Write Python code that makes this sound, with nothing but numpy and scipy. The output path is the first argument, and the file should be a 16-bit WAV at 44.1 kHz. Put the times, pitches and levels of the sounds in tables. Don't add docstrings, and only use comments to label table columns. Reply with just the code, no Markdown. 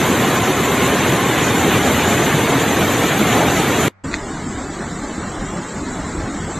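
import sys
import numpy as np
from scipy import signal
from scipy.fft import rfft, irfft, next_fast_len
from scipy.io import wavfile
from scipy.ndimage import uniform_filter1d, map_coordinates

SR = 44100
rng = np.random.default_rng(int(sys.argv[2]) if len(sys.argv) > 2 else 0)


def transcribe(u):
    v = np.clip(np.atleast_2d(u).T, -1, 1)
    q = np.round(v * 32767).astype(np.int16)
    wavfile.write(sys.argv[1], SR, q)


N = 290619
TORRENT_END_S, WIND_START_S = 3.883, 4.04


def torrent():
    # time_s, level_db
    flow = [(0, -15), (1.5, -14.5), (1.75, -13), (2.0, -15), (2.8, -14), (3.0, -16), (3.1, -15), (3.3, -14),
            (3.42, -12.5), (3.54, -15.5), (3.88, -13)]
    mean_db, swell_db = swings(flow)
    surge = wobble(rate_hz=22)
    water = (amp(-3.5 + 0.89 * swell_db + 0.86 * surge) * churn()
             + amp(-4.5 + 0.44 * swell_db + 0.5 * surge) * wash()
             + amp(-13.5 + 0.1 * swell_db + 0.5 * surge) * bright_hiss()
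             + sizzle() + hollow())
    past_s = np.maximum(clock() - TORRENT_END_S, 0)
    cutoff = np.where(past_s > 0, amp(-14 - 60 * past_s / 0.073), 1)
    return low_passed(water * amp(mean_db) * cutoff, top_hz=13200)


def churn():
    # freq_hz, gain_db
    colour = [(25, -27), (40, -18.5), (60, -10), (85, -1.5), (140, -6), (290, -2.5), (440, -4.5),
              (620, -13.5), (1200, -35.5)]
    boil = bubbles(count=2200, low_hz=112.7, high_hz=592, cycles=19.3, spread_db=1, rise=0.21)
    lumps = patchy(depth_db=1.6, width_hz=140, life_s=0.026) + amp(-11) * boil
    return coloured(evened(lumps, width_hz=150, span_s=.13), colour)


def wash():
    # freq_hz, gain_db
    colour = [(250, -28), (450, 0), (700, 1), (900, -2), (1080, -2), (1450, -3.5), (2100, -3.5), (2700, -8),
              (3700, -8.5), (4400, -16.5), (5200, -43), (8000, -65)]
    froth = bubbles(count=4000, low_hz=694.3, high_hz=4447, cycles=170, spread_db=2, rise=0.046)
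    foam = patchy(depth_db=3.5, width_hz=90, life_s=.04) + amp(-12.5) * froth
    return coloured(evened(foam, width_hz=840, span_s=.12), colour)


def bright_hiss():
    # freq_hz, gain_db
    colour = [(3000, -66), (4500, -4), (5200, -8.5), (6000, -0.5), (6800, 4.5), (7700, -0.5), (8800, -7.5),
              (11300, -7.5), (12800, -0.5), (13300, -11)]
    pair = [patchy(depth_db=4.5, width_hz=250, life_s=.022) for _ in range(2)]
    return coloured(widened(pair), colour)


def sizzle():
    # centre_s, level_db
    sizzles = [(.06, -22), (.37, -17), (.7, -26), (.85, -18), (1.44, -14), (1.61, -15.5), (1.88, -15),
               (2.11, -13), (2.24, -19), (2.68, -29), (2.93, -22), (3.33, -15), (3.58, -15), (3.82, -12.5)]
    # freq_hz, gain_db
    colour = [(4500, -43), (5700, -1), (6300, -2), (6900, 8), (7600, -4), (8600, -12), (13000, -13)]
    pair = [patchy(depth_db=3, width_hz=150, life_s=0.031) for _ in range(2)]
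    return swells(sizzles, half_s=0.04) * coloured(widened(pair), colour)


def sloshes():
    # centre_s, centre_hz, level_db
    folds = [(.1, 230, -21), (.23, 270, -21), (.36, 900, -22), (.76, 280, -19.5), (.85, 2000, -23.5),
             (1.04, 2000, -24), (1.14, 250, -21), (1.39, 2200, -22), (1.62, 900, -24), (1.66, 300, -19.5),
             (1.73, 2200, -21), (2.01, 2400, -23.5), (2.05, 900, -24), (2.31, 1500, -22.5),
             (2.53, 900, -23), (3.11, 2200, -22.5), (3.33, 2200, -23.5), (3.37, 700, -22.5),
             (3.44, 680, -21.5)]
    half_s, half_octaves = 0.042, 0.61
    out, t = np.zeros(N), clock()
    water = patchy(depth_db=4, width_hz=110, life_s=.03)
    for centre_s, centre_hz, level_db in folds:
        near = np.abs(t - centre_s) < .15
        hz = np.fft.rfftfreq(near.sum(), 1 / SR)
        band = np.exp(-(np.log2((hz + 1) / centre_hz) / half_octaves) ** 2 / 2)
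        wave = unit(irfft(rfft(water[near]) * band, near.sum()))
        envelope = np.exp(-((t[near] - centre_s) / half_s) ** 2)
        out[near] += amp(level_db - 1) * envelope * wave
    return low_passed(out, top_hz=4400)


def gulps():
    # peak_s, pitch_hz, peak_db
    pockets = [(.09, 183, -16), (.102, 274, -16), (.374, 1049, -22), (.424, 118, -17), (.496, 376, -19),
               (.705, 392, -19), (.816, 1065, -23), (.938, 425, -22), (1.12, 140, -19), (1.196, 1055, -21),
               (1.251, 1082, -22), (1.652, 317, -17), (1.904, 608, -20), (2.177, 328, -20),
               (2.252, 188, -16), (2.351, 150, -15), (2.496, 689, -22), (2.563, 279, -13.5),
               (2.769, 328, -19), (3.204, 215, -11.5), (3.306, 242, -16), (3.355, 732, -19),
               (3.413, 807, -21), (3.434, 134, -18), (3.736, 134, -19), (3.779, 436, -17)]
    return throbs(pockets, rise_s=.016, fall_s=.022, glide=.6)


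def hollow():
    centre_hz, half_width_hz = 1055, 64
    end_s, fade_s = 1.74, 0.33
    ring = filtered(rng.standard_normal(N), lambda hz: 1 / (1 + ((hz - centre_hz) / half_width_hz) ** 2))
    return amp(-17.5) * unit(ring) * np.clip((end_s - clock()) / fade_s, 0, 1)


def wind():
    # time_s, level_db
    strength = [(4.06, -26.5), (4.2, -26.5), (4.4, -29), (4.58, -26), (4.75, -30.5), (4.9, -28.5),
                (5.3, -28), (5.47, -27), (5.68, -31), (5.85, -27), (6.1, -27.5), (6.19, -24.5), (6.32, -28),
                (6.59, -28)]
    # freq_hz, gain_db
    buffet_colour = [(10, -31), (22, -3.5), (50, 0), (95, 1.5), (135, -5.5), (250, -42), (1000, -100)]
    # freq_hz, gain_db
    air_colour = [(9000, -40), (10000, -1), (13000, -3), (14300, -6), (15500, 2)]
    mean_db, gust_db = swings(strength)
    t, eddies = clock(), wobble(rate_hz=28)
    freshen_db = 0.32 * (t - (WIND_START_S + t[-1]) / 2)
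    buffet_db = mean_db - 7 + 2 * gust_db + 1.7 * eddies
    near = amp(buffet_db) * coloured(rng.standard_normal(N), buffet_colour) + thumps()
    far = amp(2 + 0.34 * gust_db + 0.3 * eddies) * rush() + burbling_hiss()
    air = amp(-72) * coloured(rng.standard_normal(N), air_colour)
    onset = np.clip((t - WIND_START_S) / 0.008 + .5, 0, 1)
    return (near + air + amp(mean_db + freshen_db) * far) * onset


def thumps():
    # peak_s, pitch_hz, peak_db
    strikes = [(5.402, 37, -27), (5.445, 285, -26), (5.48, 45, -28), (5.584, 183, -25), (6.179, 166, -25),
               (6.188, 53, -21), (6.191, 290, -25), (6.237, 113, -26)]
    return throbs(strikes, rise_s=0.021, fall_s=0.021, glide=0)


def rush():
    # freq_hz, gain_db
    colour = [(70, -24), (130, -9), (165, -0.5), (250, -1), (335, -2.5), (385, -7), (520, -12), (700, -12),
              (1200, -13.5), (1500, -15.5), (2050, -18.5), (2300, -22), (2550, -46), (3200, -75),
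              (8000, -110)]
    noise = patchy(depth_db=7, width_hz=70, life_s=.05, ceiling=.1, size=2048)
    return coloured(evened(noise, width_hz=350, span_s=.3), colour)


def burbling_hiss():
    # freq_hz, gain_db
    hiss_colour = [(1500, -21), (2600, -1.5), (4100, 0), (5200, -5), (6500, -1), (8300, -3), (9000, -9.5),
                   (9800, -37), (10600, -27.5), (11500, -20), (13000, -38)]
    # freq_hz, gain_db
    shrill_colour = [(5800, -47), (6800, -4.5), (7300, 1), (7750, 2.5), (8100, -13), (8800, -52),
                     (10000, -100)]
    burble = patchy(depth_db=16, width_hz=80, life_s=.04, ceiling=.75, size=2048)
    burble = evened(burble, width_hz=2500, span_s=.12)
    glitter = patchy(depth_db=11, width_hz=50, life_s=.05, ceiling=1, size=2048)
    return amp(-12) * coloured(burble, hiss_colour) + amp(-13) * coloured(glitter, shrill_colour)


def stone():
    # start_s, level_db
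    contacts = [(4.115, -19), (4.124, -22), (4.131, -15.5), (4.137, -19), (4.1411, -4.5), (4.1432, -19),
                (4.147, -18)]
    # pitch_hz, level_db, t60_s
    modes = [(1550, -10, .006), (2020, 2, .009), (2480, -6, .022), (3550, -10, .016), (4100, -2, .0055),
             (6450, -13, .005), (7250, -20, .01)]
    # freq_hz, gain_db
    colour = [(600, -15), (1500, 0), (2600, 0), (2900, -20), (3400, -1), (4400, 0), (5200, -9), (6300, -2),
              (7600, -1), (9500, -45), (13000, -70)]
    out, t = np.zeros(N), np.arange(SR // 8) / SR
    for start_s, level_db in contacts:
        ring = sum(amp(mode_db + rng.normal(0, 1) - 60 * t / t60_s) * np.sin(2 * np.pi * hz * t)
                   for hz, mode_db, t60_s in modes)
        grit = rng.standard_normal(len(t)) * amp(-10.5 - 60 * t / .11)
        out[round(start_s * SR):][:len(t)] += amp(level_db - 5.5) * (ring + grit)
    return filtered(out, lambda hz: amp(along(colour, hz)))


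def laps():
    # centre_s, level_db
    waves = [(4.83, -31.5), (5.23, -32), (5.36, -35), (5.56, -32.5), (6.0, -32), (6.25, -33)]
    gurgle = bubbles(count=3000, low_hz=490, high_hz=1990, cycles=40, spread_db=-2, rise=0.091)
    soft = filtered(gurgle, lambda hz: amp(along([(2000, 0), (2800, -50)], hz)))
    return swells(waves, half_s=0.043) * soft


def hush():
    # pitch_hz, rms_db
    partials = [(97, -56), (194, -63)]
    # freq_hz, gain_db
    colour = [(50, -10), (110, -15), (400, -18), (900, -15), (2300, -20), (2700, -34), (8000, -49),
              (12000, -79)]
    t = clock()
    hum = sum(amp(db) * np.sqrt(2) * np.sin(2 * np.pi * hz * t) for hz, db in partials)
    air = coloured(rng.standard_normal(N) + amp(6) * rng.standard_normal((2, N)), colour)
    return (hum + amp(-54) * air) * ((t > TORRENT_END_S) & (t < WIND_START_S))


def bubbles(count, low_hz, high_hz, cycles, spread_db, rise):
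    when, pitch, size, phase = rng.random((count, 4)).T[:, :, None]
    hz = low_hz * (high_hz / low_hz) ** pitch
    k = np.arange(min(int(cycles * SR / low_hz), 2000))
    turns = hz * k / SR
    age = turns / cycles
    tone = np.sin(2 * np.pi * (turns * (1 + rise * age / 2) + phase))
    envelope = np.exp(-np.log(1000) * age) * (1 - np.exp(-2 * turns))
    size_db = -spread_db * np.log(np.maximum(1 - size, .004))
    gain = amp(size_db) * np.sqrt(hz / low_hz)
    index = (when * N).astype(int) + k
    return unit(np.bincount(index.ravel(), (gain * tone * envelope).ravel(), N)[:N])


def throbs(rows, rise_s, fall_s, glide):
    out, t = np.zeros(N), clock()
    for peak_s, hz, peak_db in rows:
        near = np.abs(t - peak_s) < .1
        lag_s = t[near] - peak_s
        tone = np.sin(2 * np.pi * (hz * lag_s * (1 + glide * lag_s) + rng.random()))
        envelope = np.exp(-(lag_s / np.where(lag_s < 0, rise_s, fall_s)) ** 2)
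        out[near] += amp(peak_db) * envelope * tone
    return out


def patchy(depth_db, width_hz, life_s, ceiling=1.56, size=1024):
    frames = dict(nperseg=size, noverlap=size - size // 4)
    hz, t, z = signal.stft(rng.standard_normal(N), SR, **frames)
    knots = rng.standard_normal((512, 512))
    grid = np.meshgrid(hz / width_hz, t / life_s, indexing="ij")
    gain = amp(depth_db * np.minimum(map_coordinates(knots, grid, mode="mirror"), ceiling))
    return unit(signal.istft(z * gain, **frames)[1][:N])


def evened(x, width_hz, span_s, size=2048):
    frames = dict(nperseg=size, noverlap=size - size // 4)
    hz, t, z = signal.stft(x, SR, **frames)
    power = uniform_filter1d(np.abs(z) ** 2, max(round(width_hz / hz[1]), 1), axis=0)
    power = np.abs(uniform_filter1d(power, max(round(span_s / t[1]), 1), axis=1)) + 1e-20
    gain = np.sqrt(power.mean(axis=1, keepdims=True) / power)
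    return unit(signal.istft(z * gain, **frames)[1][:N])


def widened(pair):
    # freq_hz, correlation
    likeness = [(4000, .8), (5500, .45), (7000, .4), (9000, .7), (13000, .68)]
    angle = lambda hz: np.arccos(np.clip(along(likeness, hz), -1, 1)) / 2
    mid, side = filtered(np.array(pair), lambda hz: np.array([np.cos(angle(hz)), np.sin(angle(hz))]))
    return np.array([mid + side, mid - side])


def swings(rows):
    time_s, level_db = np.transpose(rows)
    t = clock()
    curve_db = np.interp(t, time_s, level_db)
    mean_db = curve_db[(t >= time_s[0]) & (t <= time_s[-1])].mean()
    return mean_db, curve_db - mean_db


def swells(rows, half_s):
    t = clock()
    return sum(amp(db) * np.exp(-((t - centre_s) / half_s) ** 2) for centre_s, db in rows)


def wobble(rate_hz):
    return map_coordinates(rng.standard_normal(int(N * rate_hz / SR) + 4), [clock() * rate_hz])


def filtered(x, response):
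    size = next_fast_len(N + 8192)
    return irfft(rfft(x, size) * response(np.fft.rfftfreq(size, 1 / SR)), size)[..., :N]


def coloured(x, colour):
    return unit(filtered(x, lambda hz: amp(along(colour, hz))))


def low_passed(x, top_hz):
    return filtered(x, lambda hz: np.clip((top_hz - hz) / 300 + .5, 0, 1))


def along(points, hz):
    freq_hz, values = np.transpose(points)
    return np.interp(np.log(hz + 1), np.log(freq_hz), values)


def amp(db):
    return 10 ** (np.asarray(db) / 20)


def unit(x):
    return x / np.sqrt(np.mean(x ** 2) + 1e-20)


def clock():
    return np.arange(N) / SR


def scene():
    return torrent() + sloshes() + gulps() + hush() + wind() + laps() + stone()


def record(dry):
    rounded = dry / (1 + np.abs(dry / 1.05) ** 16) ** (1 / 16)
    return low_passed(rounded, top_hz=15700)


dry = scene()
out = record(dry)
transcribe(out)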